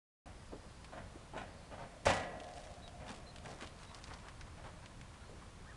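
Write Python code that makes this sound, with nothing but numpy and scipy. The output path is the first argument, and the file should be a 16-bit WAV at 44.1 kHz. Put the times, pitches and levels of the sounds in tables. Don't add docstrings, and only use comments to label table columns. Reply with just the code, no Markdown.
import sys
import numpy as np
from scipy import signal
from scipy.fft import rfft, irfft
from scipy.io import wavfile
from scipy.ndimage import uniform_filter1d

SR = 44100
rng = np.random.default_rng(int(sys.argv[2]) if len(sys.argv) > 2 else 0)


def store_pcm(level_fs):
    pcm = np.round(np.clip(level_fs, -1, 1) * 32767).astype(np.int16)
    wavfile.write(sys.argv[1], SR, np.atleast_2d(pcm).T)


N = 254016

# (frequency [Hz], relative level [dB])
CLAW_SPECTRUM = [(200, -19), (900, 0), (3000, 1), (6000, -2.5), (9500, -6), (12000, -31)]
# (start [s], length [s], crackle level [dB])
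SCRABBLE_BOUTS = [(2.41, 0.33, -64.5), (3.063, 0.098, -60.5), (3.43, 0.24, -63.5), (3.759, .45, -68)]


def amp(db):
    return 10 ** (np.asarray(db) / 20)


def unit_rms(x):
    return x / np.sqrt(np.mean(x ** 2) + 1e-20)


def curve_at(points, hz):
    point_hz, value = np.transpose(points)
    return np.interp(np.log(hz + 1), np.log(point_hz + 1), value)


def clock(length):
    return np.arange(max(int(length * SR), 2)) / SR


def add(mix, start, sound):
    part = mix[round(start * SR):][:len(sound)]
    part += sound[:len(part)]


def coloured(x, spectrum):
    gain = amp(curve_at(spectrum, np.fft.rfftfreq(len(x), 1 / SR)))
    return unit_rms(irfft(rfft(x) * gain, len(x)))


def resonate(x, hz, width_hz):
    radius = np.exp(-np.pi * width_hz / SR)
    return 2 * signal.lfilter([1 - radius], [1, -radius * np.exp(2j * np.pi * hz / SR)], x).real


def grains(size, per_s, spread_db):
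    strength = amp(spread_db * np.minimum(rng.exponential(1, size), np.pi))
    return strength * rng.choice([-1, 1], size) * (rng.random(size) < per_s / SR)


def drift(per_s):
    knots = rng.standard_normal(N // 20)
    return unit_rms(np.interp(np.arange(N) / SR * per_s, np.arange(len(knots)), knots))


def room_tone(rumble_db=-54.5, waver_db=1.5, hiss_db=-72):
    # (frequency [Hz], relative level [dB])
    room_spectrum = [(12, -27), (20, 0), (79, 0), (192, -7.5), (249, -12), (332, -14.5), (408, -16.5),
                     (544, -15), (782, -17.5), (1040, -16), (1220, -19.5), (2660, -25.5), (4350, -28),
                     (10000, -36.5), (13000, -69), (22000, -120)]
    hiss_spectrum = [(1000, 0.5), (5000, 0), (9000, 3.5), (10200, 3), (11000, -14), (11700, -13),
                     (12300, -36)]
    rumble = amp(rumble_db) * coloured(rng.standard_normal(N), room_spectrum)
    low_end = signal.sosfilt(signal.butter(2, 400, fs=SR, output="sos"), rumble)
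    waver = low_end * (amp(waver_db * drift(per_s=21)) - 1)
    hiss = amp(hiss_db) * coloured(rng.standard_normal(N), hiss_spectrum)
    return rumble + waver + hiss


def twitter_notes(note_s=0.029, arch=0.079, spread_hz=224):
    # (start [s], length [s], level [dB], pitch [Hz])
    runs = [(0.358, .5, -72, 4850), (1.452, .25, -72.5, 4500), (5.21, .08, -68.5, 4250)]
    return [(start + k * note_s, note_s, db, hz + spread_hz * step, arch)
            for start, length, db, hz in runs
            for k, step in enumerate(rng.standard_normal(20)) if k * note_s < length]


def distant_birds(hoarse_hz=75, scatter_db=-8, scatter_s=0.021):
    # (start [s], length [s], level [dB], top pitch [Hz], arch [share of the pitch])
    calls = [(2.819, 0.055, -59, 3910, 0.0083), (3.262, 0.056, -59.5, 4160, 0.028),
             (3.86, 0.073, -65, 3940, 0.043), (5.206, 0.059, -60, 1454, 0.146),
             (5.649, 0.1, -57.5, 1835, 0.59)]
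    direct = np.zeros(N)
    for start, length, db, hz, arch in calls + twitter_notes():
        position = np.linspace(-1, 1, len(clock(length)))
        pitch = hz * (1 - arch * position ** 2) + hoarse_hz * drift(per_s=400)[:len(position)]
        swell = np.sqrt(1 - position ** 2)
        add(direct, start, amp(db) * swell * np.sin(2 * np.pi * np.cumsum(pitch) / SR))
    t = clock(0.2)
    reflections = rng.standard_normal(len(t)) * np.exp(-t / scatter_s)
    reflections /= np.linalg.norm(reflections)
    return direct + amp(scatter_db) * signal.fftconvolve(direct, reflections)[:N]


def hand(width_hz=220, decay_s=0.022, rise_s=0.0012):
    # (time [s], level [dB], pitch [Hz])
    bumps = [(.52, -47, 680), (.526, -41.5, 300), (.637, -52, 430), (1.155, -52, 303), (3.619, -48, 320),
             (4.082, -51.5, 298), (5.292, -52, 513), (5.325, -52.5, 268), (5.599, -52.5, 152)]
    out, t = np.zeros(N), clock(0.54)
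    for start, db, hz in bumps:
        thud = resonate(rng.standard_normal(len(t)), hz, width_hz)
        thud = unit_rms(resonate(thud, hz, 3 * width_hz))
        add(out, start, amp(db) * thud * np.exp(-t / decay_s) * (1 - np.exp(-t / rise_s)))
    return out


def movements(rows, attack_s=0.0091, release_s=0.037):
    gain = np.zeros(N)
    for start, length, db in rows:
        t = clock(length + 1)
        release = np.exp(-np.maximum(t - length, 0) / release_s)
        add(gain, start, amp(db) * np.minimum(t / attack_s, 1) * release)
    return gain


def bedding(rustle_db=-4, clump_db=4.5, crease_s=0.0018, fidget_from_s=3.1, fidget_db=-66):
    # (frequency [Hz], relative level [dB])
    paper_spectrum = [(150, -5), (500, -4), (1100, 2), (2000, -7), (4000, -20), (9000, -27.5), (12000, -52)]
    # (start [s], length [s], level before rustle_db [dB])
    stirs = [(2.995, .09, -56), (3.45, 0.19, -61), (3.9, .4, -57.5), (4.64, 0.031, -54.5), (5.22, .2, -63)]
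    fidget = movements([(fidget_from_s, N / SR, fidget_db)])
    stirring = np.hypot(movements(stirs), fidget)
    paper = coloured(grains(N, per_s=1500, spread_db=3.5), paper_spectrum)
    crease_decay = np.exp(-clock(0.02) / crease_s)
    creases = signal.fftconvolve(abs(grains(N, per_s=300, spread_db=3.0)), crease_decay)[:N]
    crackle = coloured(creases * rng.standard_normal(N), CLAW_SPECTRUM)
    rustle = paper * stirring * amp(rustle_db + clump_db * drift(per_s=25))
    return rustle + crackle * movements(SCRABBLE_BOUTS)


def small_snaps(per_s=17, lift_db=15.5, spread_db=0.5, hz=2680, spread_octaves=0.51, crumble_db=-6):
    rows = []
    for start, length, crackle_db in SCRABBLE_BOUTS:
        for k, (jitter, force, detune) in enumerate(rng.standard_normal((20, 3))):
            delay = abs(k + jitter / 2) / per_s
            db = crackle_db + lift_db + spread_db * force
            if delay < length:
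                rows.append((start + delay, db, hz * 2 ** (spread_octaves * detune), crumble_db))
    return rows


def gerbil(gain_db=-3, ring_db=7, snap_s=0.00031, crumble_s=0.0055, echo_db=-22, echo_s=0.026):
    # (time [s], peak before gain_db [dB], pitch [Hz], crumble against snap [dB])
    sharp_snaps = [(0.845, -47.5, 2460, -3), (2.4006, -44, 2840, 1), (2.567, -55, 3390, -2),
                   (2.8785, -43, 3230, -10), (3.104, -57, 1900, -5), (3.1423, -50.5, 2820, -1),
                   (3.3605, -44.5, 3100, -8), (3.3842, -45, 2980, -4), (3.458, -42, 1920, -5),
                   (3.61, -40.5, 1800, -4), (3.6236, -37.5, 2400, -9), (3.644, -46, 2440, -2),
                   (3.6737, -43, 3200, -14), (3.9134, -50, 3120, -4), (3.9466, -41.5, 5000, -6),
                   (4.0402, -42, 4630, 2), (4.137, -44.5, 4770, -2), (4.2846, -43, 1810, -6),
                   (4.4105, -45, 1680, 0), (4.8592, -46, 2350, -1), (5.013, -46, 1900, -4),
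                   (5.142, -50, 2430, -8)]
    out, t = np.zeros(N), clock(0.22)
    for start, db, hz, crumble_db in sharp_snaps + small_snaps():
        fibres = coloured(rng.standard_normal(len(t)), CLAW_SPECTRUM)
        cutoff_hz = min(3.4 * hz, SR / 3)
        fibres = signal.sosfilt(signal.butter(1, cutoff_hz, fs=SR, output="sos"), fibres)
        fibres += amp(ring_db) * resonate(fibres, hz, width_hz=800)
        snap = (t / snap_s * np.exp(1 - t / snap_s)) ** 2
        tail = amp(crumble_db) * np.exp(-t / crumble_s) + amp(echo_db) * np.exp(-t / echo_s)
        scratch = fibres * (snap + tail * (1 - np.exp(-t / snap_s)))
        peak = np.sqrt(uniform_filter1d(scratch ** 2, size=44).max())
        add(out, start, amp(db + gain_db) * scratch / peak)
    return out


def cage_knock(tilt_db, clatter_t60=0.15, rise_s=0.00025, return_gain=0.27, return_s=0.01197):
    # (frequency [Hz], relative level [dB])
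    cage_spectrum = [(35, -9), (80, -3), (180, -5), (310, -7), (370, -15.5), (490, -6.5), (600, -1),
                     (800, -3.5), (1200, -7.5), (1900, -10), (3300, -15), (4000, -19), (8000, -26),
                     (10000, -32.5), (12000, -62)]
    # (centre [Hz], level against the clatter [dB], t60 [s])
    ring_bands = [(90, -29, 0.31), (380, -11, 1.4), (680, -15.5, 2.98), (944, -16, 0.75), (1850, -13, 0.9),
                  (3200, -15, 0.66), (8800, -34.5, 0.42)]
    t = clock(2)
    hz = np.fft.rfftfreq(len(t), 1 / SR)
    treble_db = tilt_db * np.log2(np.hypot(1, hz / 900))
    wires = rfft(rng.standard_normal(len(t))) * amp(curve_at(cage_spectrum, hz) + treble_db)
    wires *= 1 - return_gain * np.exp(-2j * np.pi * hz * return_s)
    wires /= np.std(irfft(wires))
    centres = [row[0] for row in ring_bands]
    sound = np.zeros(len(t))
    for share, (_, db, t60) in zip(np.eye(len(centres)), ring_bands):
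        band = irfft(wires * curve_at(list(zip(centres, share)), hz))
        sound += band * np.hypot(amp(-60 * t / clatter_t60), amp(db - 60 * t / t60))
    return sound * (1 - np.exp(-t / rise_s))


def bar_tones(energy, waver_hz=3.18):
    # (frequency [Hz], relative level [dB], t60 [s])
    modes = [(97.7, 4, 0.27), (170, -6, 0.94), (512, -9.5, 0.96), (554, 5.5, 0.28), (587, -19.5, 3.5),
             (630, -12, 0.5), (709, -14, 5), (724, 4.5, 0.41), (768, 2.5, 0.39), (820, 0, 0.42),
             (873, -11, 0.31), (974, -4.5, 0.44), (1045, -14, 1.3), (1203, -21, 0.45), (1230, -13, 0.82),
             (1412, -6, 0.25), (1680, -9, 0.82), (1767, -4, 0.33), (1710, -20, 2.1), (1935, -5.5, 0.82),
             (1968, -3, 0.54), (2405, -2, 0.15), (2530, -22, 0.3), (2760, -7, 0.21), (3006, -2.5, 0.19)]
    out = np.zeros(N)
    for hz, db, t60 in modes:
        stored = signal.lfilter([1], [1, -amp(-120 / (t60 * SR))], energy + 1e-24)
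        pitch = hz + waver_hz * drift(per_s=30)
        out += amp(db) * np.sqrt(stored) * np.sin(2 * np.pi * np.cumsum(pitch) / SR)
    return out


def bounces(last_blow, gap_s=0.031, loss_db=3.5, dulling_db=1):
    start, db, tilt_db = last_blow
    return [(start + k * gap_s, db - k * loss_db, tilt_db - k * dulling_db) for k in (1, 2, 3)]


def cage_door(bars_db=-15):
    # (time [s], level [dB], treble tilt [dB/octave])
    blows = [(2.054, -38, 6.5), (2.060, -29, -1), (2.067, -27, -1), (2.080, -35, 1), (2.091, -32, 0.5),
             (2.102, -31, 1), (2.135, -39, 4)]
    # (start [s], length [s], level [dB], treble tilt [dB/octave])
    scrapes = [(0.26, 0.032, -56.5, -8), (0.923, 0.065, -50, -5.5), (1.334, 0.047, -48.5, -10),
               (1.363, 0.056, -48, -2), (1.712, 0.033, -50, -4.5), (1.779, 0.063, -50, -4.5),
               (3.005, 0.1, -52, -7), (3.448, 0.085, -52, -11.5), (3.605, 0.043, -59, 2),
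               (4.575, .035, -58.5, -4), (4.64, 0.033, -55.5, -2.5)]
    out, energy = np.zeros(N), np.zeros(N)
    for start, db, tilt_db in blows + bounces(blows[-1]):
        add(out, start, amp(db) * cage_knock(tilt_db))
        add(energy, start, [amp(db) ** 2])
    for start, length, db, tilt_db in scrapes:
        size = len(clock(length))
        slips = grains(SR, per_s=300, spread_db=4)[:size]
        slips[0] = 2.8
        scrape = signal.fftconvolve(slips, cage_knock(tilt_db))
        add(out, start, amp(db) * scrape / np.std(scrape[:size + size // 2]))
        add(energy, start, np.full(size, amp(db) ** 2 / size))
    return out + amp(bars_db) * bar_tones(energy)


def scene():
    return (cage_door() + room_tone() + bedding() + hand() + gerbil() + distant_birds())[None]


def record(dry, opens_s=0.258, cutoff_hz=12200):
    live = dry * (np.arange(N) / SR >= opens_s)
    lowpass = signal.firwin(511, cutoff_hz, window=("kaiser", 9), fs=SR)
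    return signal.oaconvolve(live, lowpass[None], "same")


dry = scene()
out = record(dry)
store_pcm(out)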